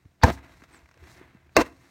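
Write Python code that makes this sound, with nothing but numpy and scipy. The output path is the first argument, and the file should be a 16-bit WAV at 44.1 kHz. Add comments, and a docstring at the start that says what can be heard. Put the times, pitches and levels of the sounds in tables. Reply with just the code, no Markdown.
"""A knife stabs an inflated vinyl armband twice, close to the microphone in a small room.
At 0.23 s the blade swishes in, the taut skin cracks, the enclosed air thumps like a mass on a spring,
and the blade skids with a short stick-slip rasp. It then drags back over the vinyl with small ticks,
thin squeals and soft bumps. At 1.57 s comes the second stab, with a much weaker thump and a more
pitched rasp, and faint rubbing follows."""
import sys
import numpy as np
from scipy import signal
from scipy.fft import rfft, irfft
from scipy.io import wavfile
from scipy.ndimage import uniform_filter1d

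SR = 44100
rng = np.random.default_rng(int(sys.argv[2]) if len(sys.argv) > 2 else 0)


def dump_mix(stems):
    """Bounce the given channels to the path in sys.argv[1] as a 16-bit WAV at rate SR."""
    frames = np.atleast_2d(stems).T  # one column per channel
    limited = np.clip(frames, -1, 1)  # hard clip at full scale
    pcm = np.round(limited * 32767).astype(np.int16)
    wavfile.write(sys.argv[1], SR, pcm)


N = 83790
T = np.arange(N) / SR
HZ = np.fft.rfftfreq(8192, 1 / SR)


def amp(db):
    """Amplitude ratio of a level in decibels."""
    return 10 ** (np.asarray(db) / 20)


def unit(x):
    """Normalisation to an rms of 1."""
    return x / np.sqrt(np.mean(x ** 2) + 1e-20)


def read(points, hz=HZ):
    """Interpolation of a spectrum on a log-frequency axis."""
    f, value = np.transpose(points)
    return np.interp(np.log(hz + 1), np.log(abs(f) + 1), value)


def curve(rows):
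    """Linear interpolation of each column of a time table at every sample."""
    times, *columns = np.transpose(rows)
    return [np.interp(T, times, column) for column in columns]


def wander(samples):
    """Random fluctuation of rms 1: a moving average of white noise."""
    return unit(uniform_filter1d(rng.standard_normal(N), size=samples))


def colour(x, db):
    """Minimum-phase filter of relative gains db; white noise keeps its level."""
    log_gain = np.log(amp(np.maximum(db, db.max() - 100)))
    log_response = np.conj(signal.hilbert(np.r_[log_gain, log_gain[-2:0:-1]]))
    taps = np.fft.ifft(np.exp(log_response)).real[:len(HZ)]
    return signal.fftconvolve(x, taps / np.linalg.norm(taps))[:N]


def envelope(start, rise, hold, t60):
    """Linear attack, then exponential damping from start + hold, by 60 dB in t60 seconds."""
    decay = np.exp(-np.log(1000) * np.maximum(T - start - hold, 0) / t60)
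    return np.clip((T - start) / rise, 0, 1) * decay


def burst(shape):
    """Broadband transient: noise under an envelope, its spectrum flattened by iteration."""
    x = rng.standard_normal(N)
    for _ in range(4):
        flat = irfft(np.exp(1j * np.angle(rfft(x * shape))), N)
        x = flat / (shape + shape.max() / 20)
    return unit(x * shape) * np.sqrt(np.mean(shape ** 2))


def stabs():
    """Impact excitation: the tip clicks, the taut skin slaps and cracks, the air inside thumps."""
    # (time [s], crack [dB], crack hold [s], crack t60 [s], click [dB], thump [dB], swish [dB],
    # slap [dB], slap frequency [Hz])
    blows = [(0.2345, -9.5, 0.0063, 0.041, -16.5, -7, -22, -5, 887.4),
             (1.5659, -9, 0.0043, .065, -10.5, -27, -31, -11, 605)]
    # spectrum of each crack (frequency [Hz], relative level [dB])
    crack_spectra = [
        [(60, -8), (150, 1.5), (260, 1.5), (360, -19), (500, 0), (620, -16), (800, 0), (1020, -2.5),
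         (1250, -14), (1750, -3.5), (2100, -13.5), (2500, -23), (3800, -27), (6300, -26.5), (9000, -44),
         (16000, -44.5)],
        [(60, -20.5), (200, -8), (450, 4), (700, -4), (880, -8), (1130, 4.5), (1400, -12.5), (2000, -3),
         (2700, 0), (3150, -40), (3600, -21), (4000, -13.5), (6300, -22), (9000, -29), (16000, -49)],
    ]
    # spectrum of the tip's click (frequency [Hz], relative level [dB])
    click_spectrum = [(200, -14), (1500, 4), (2600, 3), (3200, -18.5), (4000, -2.5), (6300, -3.5),
                      (9000, -14), (16000, -20)]
    sound = np.zeros(N)
    for blow, crack_spectrum in zip(blows, crack_spectra):
        start, crack_db, hold, t60, click_db, thump_db, swish_db, slap_db, slap_hz = blow
        slap_shape = envelope(start, rise=0.00033, hold=0.0016, t60=0.022)
        slap = amp(slap_db) * slap_shape * np.sin(2 * np.pi * slap_hz * (T - start))
        crack = skin(amp(crack_db) * burst(envelope(start, 0.00072, hold, t60)), crack_spectrum)
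        click_shape = envelope(start, rise=0.0002, hold=0.0012, t60=0.028)
        click = skin(amp(click_db) * burst(click_shape), click_spectrum)
        sound += slap + crack + click + thump(start, thump_db) + swish(start, swish_db)
    return sound


def skin(x, spectrum):
    """Membrane resonance: the vinyl adds its peaks and hollows to the spectrum of an excitation."""
    # (frequency [Hz], bandwidth [Hz], gain [dB])
    resonances = [(348.2, 43, 5.5), (436, 52, -6), (480, 220, 5), (575, 52, -4), (666, 90, 7.5),
                  (924, 74, 1), (1003, 70, 3), (1593, 23, 5), (1760, 23, 2), (2047, 140, 2.5),
                  (2646, 150, 2.5), (3920, 700, 5.5), (4487, 160, 3.5), (5490, 220, 5.5), (6290, 190, 4.5)]
    resonance_db = sum(db / (1 + (2 * (HZ - hz) / width) ** 2) for hz, width, db in resonances)
    return colour(x, read(spectrum) + resonance_db)


def thump(impact, db):
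    """Damped oscillation of the air cushion; its pitch falls as the stretch relaxes."""
    cushion_hz, stretch_hz, relax_s, lag_s = 68.5, 39, 0.011, 0.0032
    start = impact + lag_s
    age = np.maximum(T - start, 0)
    cycles = cushion_hz * age + stretch_hz * relax_s * (1 - np.exp(-age / relax_s))
    push = envelope(start, rise=0.0015, hold=0.0046, t60=0.045)
    ring = amp(-18) * envelope(start, rise=0.0057, hold=0.004, t60=0.33)
    return amp(db) * (push + ring) * np.sin(2 * np.pi * cycles)


def swish(impact, db):
    """Noise of the approaching blade, growing exponentially up to the impact."""
    # (frequency [Hz], relative level [dB])
    spectrum = [(60, -3.5), (200, 1), (700, -8.5), (2100, -10), (2750, -14.5), (3500, -8), (4200, -8.5),
                (4650, -1), (5500, -21.5), (7500, -43.5), (16000, -54.5)]
    lead_s, growth_db = 0.02, 23.5
    growth = amp(growth_db * np.minimum(T - impact, 0) / lead_s)
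    approach = growth * envelope(impact - lead_s, rise=0.01, hold=lead_s, t60=0.023)
    return colour(amp(db) * burst(approach), read(spectrum))


def rasps():
    """Stick-slip friction: each slip of the skidding blade gives a pulse and a puff of noise."""
    # (time [s], duration [s], level [dB], roughness [0-1], rate jitter [fraction], treble swell [dB])
    skids = [(0.243, 0.06, -22, 0.77, .35, -2), (1.578, 0.038, -17, 0.31, .06, 7.5)]
    # course of each skid (time [s], slip rate [Hz])
    slip_rates = [
        [(.25, 210), (.28, 230.8), (.307, 298.5)],
        [(1.576, 480.9), (1.585, 350.4), (1.593, 279.5), (1.601, 343), (1.610, 459.7), (1.622, 525.3)],
    ]
    # spectrum of each skid (frequency [Hz], relative level [dB])
    spectra = [
        [(60, -14), (150, -1.5), (300, -4), (430, -8.5), (750, -9), (1200, -10), (1900, -11), (2700, -19),
         (3300, -22), (4500, -26.5), (7000, -34), (10000, -39.5), (16000, -47.5)],
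        [(60, -10), (200, -14.5), (275, -4), (380, -4), (520, -12), (670, -10.5), (1150, -10), (1700, -16),
         (2600, -16.5), (3200, -27.5), (4200, -27.5), (5500, -29.5), (16000, -48.5)],
    ]
    crossover_hz, snatch_s = 2310, 0.0037
    low, high = (signal.butter(2, crossover_hz, kind, fs=SR, output="sos") for kind in ("low", "high"))
    sound = np.zeros(N)
    for (start, length, db, rough, jitter, swell_db), rates, spectrum in zip(skids, slip_rates, spectra):
        rate = curve(rates)[0] * np.exp(jitter * wander(90))
        cycles = np.cumsum(rate) / SR
        slips = np.diff(np.floor(cycles), prepend=0) * np.sqrt(SR / rate)
        slip_db = 0.5 * rough * np.clip(rng.standard_normal(N), -2, 2)
        strength = unit(amp(slip_db)[cycles.astype(int)])  # one value per slip
        puffs = unit((0.38 + np.exp(-(cycles % 1) / 0.36)) * rng.standard_normal(N))
        body = signal.sosfilt(low, np.sqrt(rough) * puffs - np.sqrt(1 - rough) * slips)
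        # a last snatch as the blade lets go
        snatch_db = 5.5 * (1 - rough) * np.exp(-((T - start - length) / snatch_s) ** 2)
        progress = np.clip((T - start) / length, 0, 1)
        treble = amp(swell_db * (progress - 0.65) + snatch_db) * signal.sosfilt(high, puffs)
        shape = envelope(start, rise=0.0013, hold=length, t60=0.047)
        sound += skin(amp(db) * strength * (body + treble) * shape, spectrum)
    return sound


def ticks():
    """Impulsive release: the blade catches and lets go with a snap and a little crinkle."""
    # (time [s], body level [dB], treble level [dB])
    catches = [(0.052, -52.5, -63), (.2145, -34.5, -56.5), (0.375, -36.5, -54), (0.389, -43, -72),
               (0.44, -48, -63), (0.62, -42.5, -57), (0.637, -37.5, -45), (0.698, -53, -57),
               (.745, -40.5, -50), (0.769, -54, -69), (0.79, -46.5, -53), (0.857, -45.5, -56),
               (.889, -45.5, -54), (.912, -46, -53.5), (0.941, -48.5, -55.5), (0.974, -46, -55),
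               (1.038, -41, -52.5), (1.174, -43.5, -52), (1.370, -49, -74), (1.492, -49.5, -78),
               (1.853, -57, -67.5)]
    # spectra of the two bands (frequency [Hz], relative level [dB])
    body_spectrum = [(100, -5), (500, -6), (1700, 5), (2600, -2.5), (3400, -12), (6000, -31.5),
                     (16000, -51)]
    treble_spectrum = [(100, -27), (2500, -14.5), (4000, 0), (5500, 3.5), (9000, -10), (16000, -18)]
    body, treble = np.zeros((2, N))
    crinkle = amp(-7) * rng.standard_normal(N)
    for start, body_db, treble_db in catches:
        tick = crinkle * envelope(start, rise=0.00061, hold=0.001, t60=0.027)
        tick[round(start * SR)] += 1  # the snap
        body += amp(body_db) * tick
        treble += amp(treble_db) * tick
    return skin(body, body_spectrum) + skin(treble, treble_spectrum)


def bumps():
    """Damped free vibrations as the armband shifts and buckles."""
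    # (time [s], level [dB], frequency [Hz], t60 [s])
    knocks = [(0.053, -43.5, 92, 0.078), (0.057, -46, 236, 0.017), (.622, -43.5, 277.8, 0.027),
              (0.827, -50.5, 67.4, 0.12), (.969, -52, 471, 0.022), (1.015, -45.5, 77.9, 0.44),
              (1.024, -47.5, 364, 0.06), (1.212, -37, 331, 0.018), (1.348, -42.5, 200, 0.034),
              (1.464, -57, 75.3, 0.49)]
    rise_s = 0.003
    return sum(amp(db) * envelope(start, rise_s, rise_s, t60) * np.sin(2 * np.pi * hz * (T - start))
               for start, db, hz, t60 in knocks)


def rubbing():
    """Sliding friction: blade and hand excite the skin with fine grains and surging hiss."""
    # (time [s], body level [dB], treble level [dB])
    levels = [(0, -73, -80), (.19, -73.5, -82), (.30, -28.5, -55), (.325, -47.5, -48), (.36, -54.5, -57.5),
              (.41, -58.5, -72), (.45, -55.5, -67), (.60, -60.5, -66), (.645, -60.5, -68),
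              (.67, -64.5, -74), (.75, -53.5, -62.5), (.83, -62, -72), (.88, -70, -74.5), (.96, -65, -78),
              (1.0, -60.5, -70), (1.07, -55, -62), (1.13, -58, -57.5), (1.22, -54, -69), (1.27, -60, -74.5),
              (1.43, -66, -80.5), (1.49, -68, -81), (1.54, -67.5, -72), (1.63, -48.5, -61.5),
              (1.67, -48.5, -55.5), (1.71, -63, -68), (1.77, -66.5, -70.5), (1.85, -58.5, -64.5),
              (1.9, -61.5, -66.5)]
    # spectra of the two bands (frequency [Hz], relative level [dB])
    body_spectrum = [(40, -14), (130, 0.5), (330, 6.5), (450, -2), (900, 1.5), (2100, 3.5), (2700, -3.5),
                     (3500, -10), (6000, -26.5), (16000, -48)]
    treble_spectrum = [(100, -24), (2000, -34.5), (4000, 1.5), (6000, 1.5), (9000, -2.5), (12000, -7),
                       (16000, -16.5)]
    grains_per_s, spread_db, grain_share, surge_db = 1500, 3, 0.3, 1.47
    body_db, treble_db = curve(levels)
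    impulses = (rng.random(N) < grains_per_s / SR) * rng.choice([-1, 1], N)
    grains = impulses * amp(spread_db * np.minimum(rng.exponential(1, N), 4))
    friction = np.sqrt(grain_share) * unit(grains) + np.sqrt(1 - grain_share) * rng.standard_normal(N)
    friction *= amp(surge_db * wander(500))
    return skin(amp(body_db) * friction, body_spectrum) + skin(amp(treble_db) * friction, treble_spectrum)


def rumble():
    """Random forcing: the handled air cushion responds at low frequencies."""
    # (time [s], level [dB])
    levels = [(0, -74), (.17, -67.5), (.4, -61), (.55, -58), (.7, -63.5), (.92, -71), (1.08, -55.5),
              (1.25, -62.5), (1.42, -64.5), (1.55, -66.5), (1.62, -45), (1.68, -64.5), (1.78, -60.5),
              (1.9, -76.5)]
    # (frequency [Hz], relative level [dB])
    spectrum = [(20, -23), (45, -4), (62, -9.5), (74, 0.5), (90, -5.5), (130, -6), (200, -18.5),
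                (400, -47.5), (2000, -64.5)]
    return colour(amp(curve(levels)[0]) * rng.standard_normal(N), read(spectrum))


def squeals():
    """Friction-induced oscillation: thin, unsteady whistles of the blade that arch and fall."""
    # (time [s], duration [s], top frequency [Hz], level [dB], fall [fraction], second harmonic [dB])
    whistles = [(0.317, .038, 7550, -56.5, 0.54, -2), (0.719, 0.068, 8450, -60, 0.18, -27)]
    top_at, rise_share, waver_share, flutter_db = 0.28, 0.026, 0.0136, 4
    sound = np.zeros(N)
    for start, length, top_hz, db, fall_share, octave_db in whistles:
        progress = np.clip((T - start) / length, 0, 1)
        before_top = np.maximum(1 - progress / top_at, 0)
        after_top = np.maximum((progress - top_at) / (1 - top_at), 0)
        arch = 1 - rise_share * before_top - fall_share * after_top ** 1.2
        phase = 2 * np.pi * np.cumsum(top_hz * (arch + waver_share * wander(40))) / SR
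        tone = np.sin(phase) + amp(octave_db) * np.sin(2 * phase)
        shape = np.sqrt(abs(np.sin(np.pi * progress)))
        sound += amp(db + flutter_db * wander(40)) * shape * tone
    return sound


def standing_waves(x):
    """Room modes: low resonances ring on after the blows."""
    # (frequency [Hz], t60 [s], gain at resonance [dB])
    modes = [(70, 0.18, -12), (270.7, .6, -8)]
    response = np.zeros(N)
    for hz, t60, db in modes:
        damping = np.log(1000) / t60
        response += amp(db) * 2 * damping / SR * np.exp(-damping * T) * np.cos(2 * np.pi * hz * T)
    return signal.fftconvolve(x, response)[:N]


def reverberation(x):
    """Diffuse field: a short tail in which each band decays at its own rate."""
    # (frequency [Hz], t60 [s])
    decay_times = [(80, 0.56), (300, 0.36), (1000, .36), (2500, .36), (6000, 0.093), (15000, 0.33)]
    delay_s = 0.0027
    hz, t, bands = signal.stft(rng.standard_normal(SR), SR, nperseg=256)
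    decay = np.exp(-np.log(1000) * t / read(decay_times, hz)[:, None])
    tail = signal.istft(bands * decay, SR, nperseg=256)[1][:SR] * (T[:SR] > delay_s)
    return signal.fftconvolve(x, tail / np.linalg.norm(tail))[:N]


def noise_floor():
    """Stationary background noise, faint and mostly low in frequency."""
    # (frequency [Hz], relative level [dB])
    spectrum = [(30, -3.5), (150, 1), (500, -7.5), (2000, -21), (5000, -18.5), (16000, -30)]
    return amp(-71) * colour(rng.standard_normal(N), read(spectrum))


def scene():
    """Superposition of the direct sound, the room's response and the background."""
    direct = stabs() + rasps() + ticks() + bumps() + rubbing() + rumble() + squeals()
    return (direct + noise_floor() + amp(-25) * reverberation(direct) + standing_waves(direct))[None]


def record(dry):
    """Transduction: the microphone's frequency response, clipping at full scale and a band limit."""
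    # (frequency [Hz], relative gain [dB])
    response = [(20, -20.5), (36, -5), (55, 2), (2300, -0.5), (2760, -1), (2930, -2.5), (3430, -2),
                (3800, -3.5), (7000, -1), (9300, -2), (10300, -6.5), (11500, -2), (16000, 3)]
    cutoff_hz = 16000
    heard = np.clip(colour(dry[0], read(response)), -1, 1)
    low_pass = signal.firwin(511, cutoff_hz, window=("kaiser", 9), fs=SR)
    return signal.fftconvolve(heard, low_pass, "same")[None]


dry = scene()
out = record(dry)
dump_mix(out)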